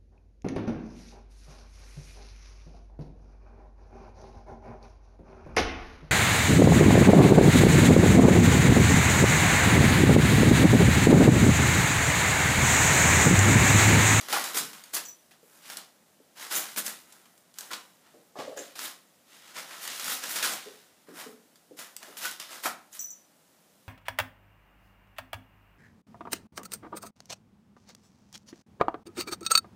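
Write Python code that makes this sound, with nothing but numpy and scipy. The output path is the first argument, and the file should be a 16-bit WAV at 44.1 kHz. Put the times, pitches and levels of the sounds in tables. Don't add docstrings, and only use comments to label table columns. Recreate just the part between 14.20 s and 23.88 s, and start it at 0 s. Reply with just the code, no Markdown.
import sys
import numpy as np
from scipy import signal
from scipy.fft import rfft, irfft
from scipy.io import wavfile
from scipy.ndimage import uniform_filter1d

SR = 44100
rng = np.random.default_rng(int(sys.argv[2]) if len(sys.argv) > 2 else 0)


def transcribe(signal):
    frames = np.atleast_2d(signal).T
    limited = np.clip(frames, -1, 1)
    pcm = np.round(limited * 32767).astype(np.int16)
    wavfile.write(sys.argv[1], SR, pcm)


N = 426888
TIME = np.arange(N) / SR
BINS_HZ = np.fft.rfftfreq(N, 1 / SR)

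# frequency in Hz, gain in dB.
PAPER_SPECTRUM = [(50, -61), (110, -19.5), (170, -8.5), (260, -4.5), (370, -5.5), (750, -2.5), (1400, 1),
                  (2300, -2), (3600, -2.5), (7500, -3.5), (9500, -5), (11200, -4), (13500, -7), (15500, -7)]
# start in seconds, relative peak in dB, dullness in dB, t60 in seconds.
FOLD_SNAPS = [(.011, -36.5, -16, .02), (.085, -33.5, 1, .029), (0.127, -22, -1, .042),
              (0.2399, -30, -15, .036), (.344, -34, -3, 0.28), (.371, -27.5, 0, 0.04),
              (0.5314, -42, -4, 0.039), (0.638, -41, -16, 0.018), (0.7351, -34, -0.5, 0.32),
              (.765, -30, -6.5, 0.12), (1.11, -54.5, 0, 0.15), (1.5, -36, 1, 0.022),
              (1.5706, -30.5, -20, 0.019), (2.3123, -33, 2.5, .035), (2.5618, -33.5, -3, 0.039),
              (2.5736, -31, 2, 0.092), (2.663, -28, -23, 0.047), (2.679, -32.5, -1.5, 0.028),
              (2.924, -49, -22, 0.04), (3.056, -53.5, 6, 0.044), (3.1777, -54, -16, 0.023),
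              (3.3408, -52, -12, 0.031), (3.386, -31, -20, .025), (3.408, -35, -18, .018),
              (3.5125, -36.5, 1, 0.065), (3.532, -32, -0.5, 0.068), (4.188, -37, 18, 0.09),
              (4.555, -43, 0, 0.14), (4.592, -30, -2, .011), (5.676, -32, -15, 0.025),
              (5.796, -31.5, -9, 0.042), (5.8436, -29.5, -17, .015), (6.038, -31, 0, 0.022),
              (6.157, -32, -10, .085), (6.227, -26, -4.5, .1), (7.357, -53, -10.5, 0.035),
              (7.589, -41, 4, .029), (7.7654, -32, -24, 0.013), (7.829, -39.5, 4, 0.026),
              (7.97, -39, -4, 0.035), (8.054, -30, -14, .014), (8.112, -34.5, -19, .015),
              (8.199, -34, -11.5, 0.03), (8.436, -35, 0, 0.096), (8.4554, -29, 12, 0.024)]


def amp(db):
    return 10 ** (np.asarray(db) / 20)


def unit(x):
    return x / np.sqrt(np.mean(x ** 2) + 1e-20)


def peaked(x, db, size):
    return amp(db) * x / np.sqrt(uniform_filter1d(x ** 2, size).max())


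def read(points, hz):
    points_hz, values = np.transpose(points)
    return np.interp(np.log(hz + 1), np.log(points_hz + 1), values)


def add(mix, start, sound):
    part = mix[max(round(start * SR), 0):][:len(sound)]
    part += sound[:len(part)]


def drift(per_s):
    knots = rng.standard_normal(1024)
    return unit(np.interp(TIME * per_s, np.arange(len(knots)), knots))


def low_cut(x, hz, order=2):
    return signal.sosfilt(signal.butter(order, hz, "high", fs=SR, output="sos"), x)


def colour(x, db_at, size=4096):
    hz = abs(np.fft.fftfreq(size, 1 / SR))
    log_gain = np.log(amp(np.maximum(db_at(hz), -100)))
    minimum_phase = np.exp(np.conj(signal.hilbert(log_gain)))
    return signal.oaconvolve(x, np.fft.ifft(minimum_phase).real)[:len(x)]


def split(x, edges_hz):
    below = [1 / (1 + (BINS_HZ / hz) ** 4) for hz in edges_hz]
    return irfft(rfft(x) * np.diff(below, axis=0, prepend=0, append=1), N)


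def ring(modes, detune, rise_s, size=16384):
    t = np.arange(size) / SR
    tones = np.zeros(size)
    for hz, db, t60 in modes:
        struck_hz = hz * (1 + detune * rng.normal())
        tones += amp(db - 60 * t / t60) * np.cos(2 * np.pi * (struck_hz * t + rng.random()))
    return tones * (1 - np.exp(-t / rise_s))


def burst(t60, size=2048):
    t = np.arange(size) / SR
    return rng.standard_normal(size) * amp(-60 * t / max(t60, 1e-3))


def hiss(level_db=-64.5):
    # frequency in Hz, relative level in dB.
    noise_spectrum = [(30, -19), (55, -14), (80, 3.5), (110, -5), (170, 6.5), (280, 3), (420, -2),
                      (600, 1.5), (1100, -7), (2300, -11.5), (4500, -11.5), (8000, -11), (13000, -14.5),
                      (15500, -15.5)]
    white = rfft(rng.standard_normal(N))
    return amp(level_db) * unit(irfft(white * amp(read(noise_spectrum, BINS_HZ)), N))


def pawing(resting_db=-72.5, settle_db=-39.5, settle_t60=2.1):
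    # start in seconds, swell in seconds, strength
    # in dB, release t60 in seconds, share of broad dull panels in dB, share of fine crisp creases in dB.
    pushes = [(0, 0.0017, -42.5, 1.1, -1.5, -6.5), (.075, 0.066, -28, 0.65, 1, -4.5),
              (.23, 0.026, -39, 1.05, -2.5, -2), (.33, 0.047, -26.5, 0.26, -5, 0),
              (.52, 0.018, -52, 1.35, -2, -1), (0.728, 0.024, -34.5, 0.22, -12, 7),
              (1.2, .16, -63.5, 1.6, 5.5, 3), (1.4, 0.13, -43, 0.25, -3, -2.5),
              (1.55, 0.028, -45, 0.28, 0.5, -3), (2.15, 0.082, -40.5, .6, -2, -3.5),
              (2.295, 0.023, -31.5, 0.75, -3.5, -3.5), (2.31, 0.063, -37, 0.25, 5, 8),
              (2.56, 0.027, -32.5, 0.14, -3.5, 5.5), (2.635, 0.027, -36, 0.36, -2, 2),
              (2.82, 0.1, -60.5, 1.1, 3.5, 1), (3.34, .07, -50, 1, 0.5, 0.5),
              (3.495, 0.034, -37.5, 0.23, -2.5, -10), (3.83, .04, -64, 0.65, 6, -8),
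              (4.15, 0.053, -44, 0.64, -3, -17), (4.36, 0.014, -44.5, 0.74, -3.5, -6.5),
              (4.545, 0.062, -38.5, .35, -4, -4.5), (4.6, 0.054, -37.5, .28, -1.5, 0),
              (5.04, 0.11, -55, 1.6, -1, -4), (5.2, 0.11, -52, 0.27, 0.5, -8),
              (5.335, 0.049, -37.5, 0.34, -1, -6), (5.44, 0.09, -41, 1.2, -4, -10),
              (5.6, 0.056, -36, 1.4, -5.5, -6), (5.75, 0.17, -33, 0.43, -3.5, -1),
              (6.01, 0.024, -34.5, 0.56, -3.5, -6), (6.061, .05, -35, 0.55, -6, -2.5),
              (6.13, 0.034, -30.5, 0.89, -2.5, -5), (6.215, 0.037, -28.5, .3, -1, 0),
              (6.27, .065, -36.5, 0.17, 0.5, 1), (6.86, 0.035, -61, 0.5, 10, -1),
              (6.93, 0.078, -44.5, 0.36, 5, 0.5), (7.564, 0.031, -42, 0.41, -0.5, -2),
              (7.79, 0.034, -52, 2.2, 4.5, -3), (7.965, 0.012, -42, 0.32, -16, 1),
              (8.0, 0.051, -31, 0.32, -5, -4), (8.19, 0.023, -40, .4, -7, -9.5),
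              (8.27, 0.06, -41.5, .5, -0.5, -5), (8.424, 0.038, -31.5, 0.18, 2.5, 0.5),
              (8.71, 0.043, -49, 0.37, -5, 2)]
    power = np.full((3, N), amp(resting_db) ** 2)
    t = np.arange(2 * SR) / SR
    for start, swell, db, t60, dull_db, crisp_db in pushes:
        after = np.maximum(t - swell, 0)
        release = amp(-60 * after / t60)
        creep_back = amp(settle_db - 60 * after / settle_t60)
        push = amp(db) * np.minimum(t / swell, 1) * (release + creep_back)
        for part, share_db in zip(power, (0, dull_db, crisp_db)):
            add(part, start, (push * amp(share_db)) ** 2)
    return power


def creases(per_s=4000, facets=20, shortest_t60=0.0078, wander_db=3):
    sizes = amp(2.6 * np.minimum(rng.exponential(1, N), 5))
    sizes *= rng.random(N) < per_s / SR
    owner = rng.integers(0, facets, N)
    crackle = np.zeros(N)
    for facet in range(facets):
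        clicks = sizes * (owner == facet) * amp(wander_db * drift(per_s=18))
        facet_ring = burst(shortest_t60 * rng.uniform(1.0, 2.63))
        crackle += signal.oaconvolve(clicks, facet_ring)[:N]
    return crackle / np.sqrt(abs(uniform_filter1d(crackle ** 2, size=900)) + 1e-9)


def hollows(sheet, depth_db=1.8):
    bands = split(sheet, np.geomspace(500, 11000, 12))
    return sum(band * amp(depth_db * drift(per_s=16)) for band in bands)


def rustle(level_db=-5, slide_db=-6, broad_db=1, fine_db=2):
    friction = creases() + amp(slide_db) * rng.standard_normal(N)
    sheet = colour(friction, lambda hz: read(PAPER_SPECTRUM, hz))
    body, broad, middle, fine = split(hollows(sheet), edges_hz=[650, 1900, 7000])
    strength_db, dull_db, crisp_db = 10 * np.log10(pawing())
    dull = (body + broad * amp(broad_db)) * amp(dull_db - strength_db)
    crisp = fine * amp(crisp_db - strength_db + fine_db)
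    return amp(strength_db + level_db) * (dull + middle + crisp) / np.std(middle)


def sticking(dip_db=-3.5, hold_s=0.016):
    starts = np.sort([row[0] for row in FOLD_SNAPS])
    next_snap = np.append(starts, np.inf)[np.searchsorted(starts, TIME)]
    return amp(dip_db * np.exp(-(next_snap - TIME) / hold_s))


def snaps(rise_s=0.0004, dull_hz=1800, fold_hz=4100, ring_db=6, ring_octaves=0.83):
    out = np.zeros(N)
    for start, db, dull_db, t60 in FOLD_SNAPS:
        centre_hz = fold_hz * 2 ** (-dull_db / 30)

        def tone_db(hz):
            low_shelf = (dull_db + 8) / (1 + (hz / dull_hz) ** 2)
            resonance = ring_db / (1 + (np.log2((hz + 1) / centre_hz) / ring_octaves) ** 2)
            return read(PAPER_SPECTRUM, hz) + low_shelf + resonance

        crack = burst(t60, size=8192)
        crack *= 1 - np.exp(-np.arange(len(crack)) / SR / rise_s)
        add(out, start - rise_s, peaked(colour(crack, tone_db), db, size=90))
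    return out


def pops(level_db=-1, ring_t60=0.027, flutter_t60=0.06):
    # start in seconds, relative peak in dB, pitch in Hz.
    panel_pops = [(.129, -23.5, 810), (.14, -29, 1390), (0.163, -25.5, 1130), (.168, -29, 775),
                  (1.115, -62, 2720), (2.313, -37, 1470), (2.576, -39, 1140), (3.506, -38.5, 1420),
                  (3.514, -40, 1050), (4.374, -44, 1660), (5.879, -32.5, 1390), (6.239, -28, 1420),
                  (8.048, -30.5, 1475), (8.457, -26.5, 1370), (8.462, -32.5, 820)]
    out = np.zeros(N)
    for start, db, hz in panel_pops:
        modes = [(hz, 0, ring_t60), (1.72 * hz, -9, ring_t60 / 2)]
        panel = ring(modes, detune=0, rise_s=0.00023, size=4096)
        pop = signal.fftconvolve(burst(flutter_t60, size=8192), panel)
        add(out, start, peaked(pop, db + level_db, size=128))
    return low_cut(out, hz=300)


def paw_bumps(level_db=-1, scuff_db=-16, focus_db=9, below_db=-14, above_db=-28):
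    # start in seconds, relative peak in dB, most excited
    # frequency in Hz, scuff t60 in seconds.
    blows = [(.345, -42, 298, 0.16), (.40, -44, 187, 0.21), (1.228, -55, 298, 0.035),
             (2.0, -55.5, 285, 0.016), (3.935, -54, 310, 0.33), (4.155, -41.5, 760, 0.12),
             (4.186, -34.5, 840, 0.099), (4.21, -41, 800, 0.14), (4.275, -34, 485, 0.11),
             (4.314, -40.5, 514, 0.048), (4.364, -39, 515, 0.17), (4.394, -41, 420, 0.087),
             (6.457, -44.5, 384, 0.24), (6.884, -47, 280, 0.23), (7.058, -43.5, 302, 0.28),
             (7.51, -45.5, 330, 0.05), (7.879, -51.5, 293, 0.17)]
    # frequency in Hz, level in dB, t60 in seconds.
    wood_modes = [(362, 11.5, 0.0073), (230, -7.5, 0.06), (309, -6.5, 0.044), (422, -1.5, 0.035),
                  (510, -2, 0.052), (594, -6.5, 0.059), (704, -2, 0.036), (820, -5, 0.026),
                  (1130, -6, 0.036), (1265, -12, 0.043), (1700, -12, 0.061)]
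    out = np.zeros(N)
    for start, db, centre_hz, scuff_t60 in blows:
        def place_db(hz):
            favoured = -focus_db * np.log2((hz + 1) / centre_hz) ** 2
            return np.maximum(favoured, np.where(hz < centre_hz, below_db, above_db))

        force = amp(scuff_db) * burst(scuff_t60, size=12288)
        force[0] += 1
        wood = signal.fftconvolve(force, ring(wood_modes, detune=0.013, rise_s=0.0004))
        thud = low_cut(colour(wood, place_db), hz=110, order=4)
        add(out, start, peaked(thud, db + level_db, size=256))
    return out


def collar_bell(clack_db=-3.5, ring_db=-5, bounce_s=0.007, bounces=4):
    # start in seconds, relative clack level in dB, relative ring level in dB.
    strikes = [(.373, -26, -52), (.852, -38, -36), (.884, -46, -33.5), (2.354, -23, -60), (2.375, -31, -60),
               (4.374, -37, -57), (4.391, -35.5, -60), (8.728, -44, -51), (8.793, -31.5, -29),
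               (8.806, -42, -23), (8.842, -45, -29), (8.904, -39, -30.5), (8.985, -64, -54)]
    # frequency in Hz, level in dB, t60 in seconds.
    clack_modes = [(6180, 8, 0.007), (6830, 4.5, 0.025), (7500, 0, 0.056), (8170, -2, .015)]
    shell_modes = [(5935, -5, .07), (5946, 0, .11), (6310, -14, .06), (14535, -11, .1), (15280, -8, .09)]
    out = np.zeros(N)
    for start, hit_db, free_db in strikes:
        for k in range(bounces):
            clack = amp(hit_db + clack_db - 9 * k) * ring(clack_modes, detune=0.03, rise_s=0.0005)
            tinkle = amp(free_db + ring_db - 5 * k) * ring(shell_modes, detune=0.002, rise_s=0.0008)
            add(out, start + k * bounce_s * rng.uniform(0.79, 1.3), clack + tinkle)
    return out


def room(x, wet_db, build_s=0.0018, echoes_per_s=6000):
    # frequency in Hz, t60 in seconds.
    decay_times = [(200, 0.56), (530, 0.43), (1400, 0.36), (3700, 0.33), (9700, 0.22), (15000, 0.14)]
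    echoes = rng.standard_normal(SR) * (rng.random(SR) < echoes_per_s / SR)
    hz, t, spectra = signal.stft(echoes, SR, nperseg=256)
    decay = amp(-60 * t / read(decay_times, hz)[:, None])
    tail = signal.istft(spectra * decay, SR, nperseg=256)[1]
    tail *= 1 - np.exp(-np.arange(len(tail)) / SR / build_s)
    return x + amp(wet_db) * signal.fftconvolve(x, tail / np.linalg.norm(tail))[:N]


def scene():
    paper = room(rustle() * sticking(), wet_db=-9) + room(snaps() + pops(), wet_db=-6)
    wood = room(paw_bumps(), wet_db=-6)
    bell = room(collar_bell(), wet_db=-4)
    return (paper + wood + bell + hiss())[None]


def record(dry, bass_hz=120, top_hz=15500):
    band_limit = signal.firwin(511, top_hz, window=("kaiser", 9), fs=SR)
    return signal.oaconvolve(low_cut(dry, bass_hz), band_limit[None], "same")


dry = scene()
out = record(dry)
transcribe(out)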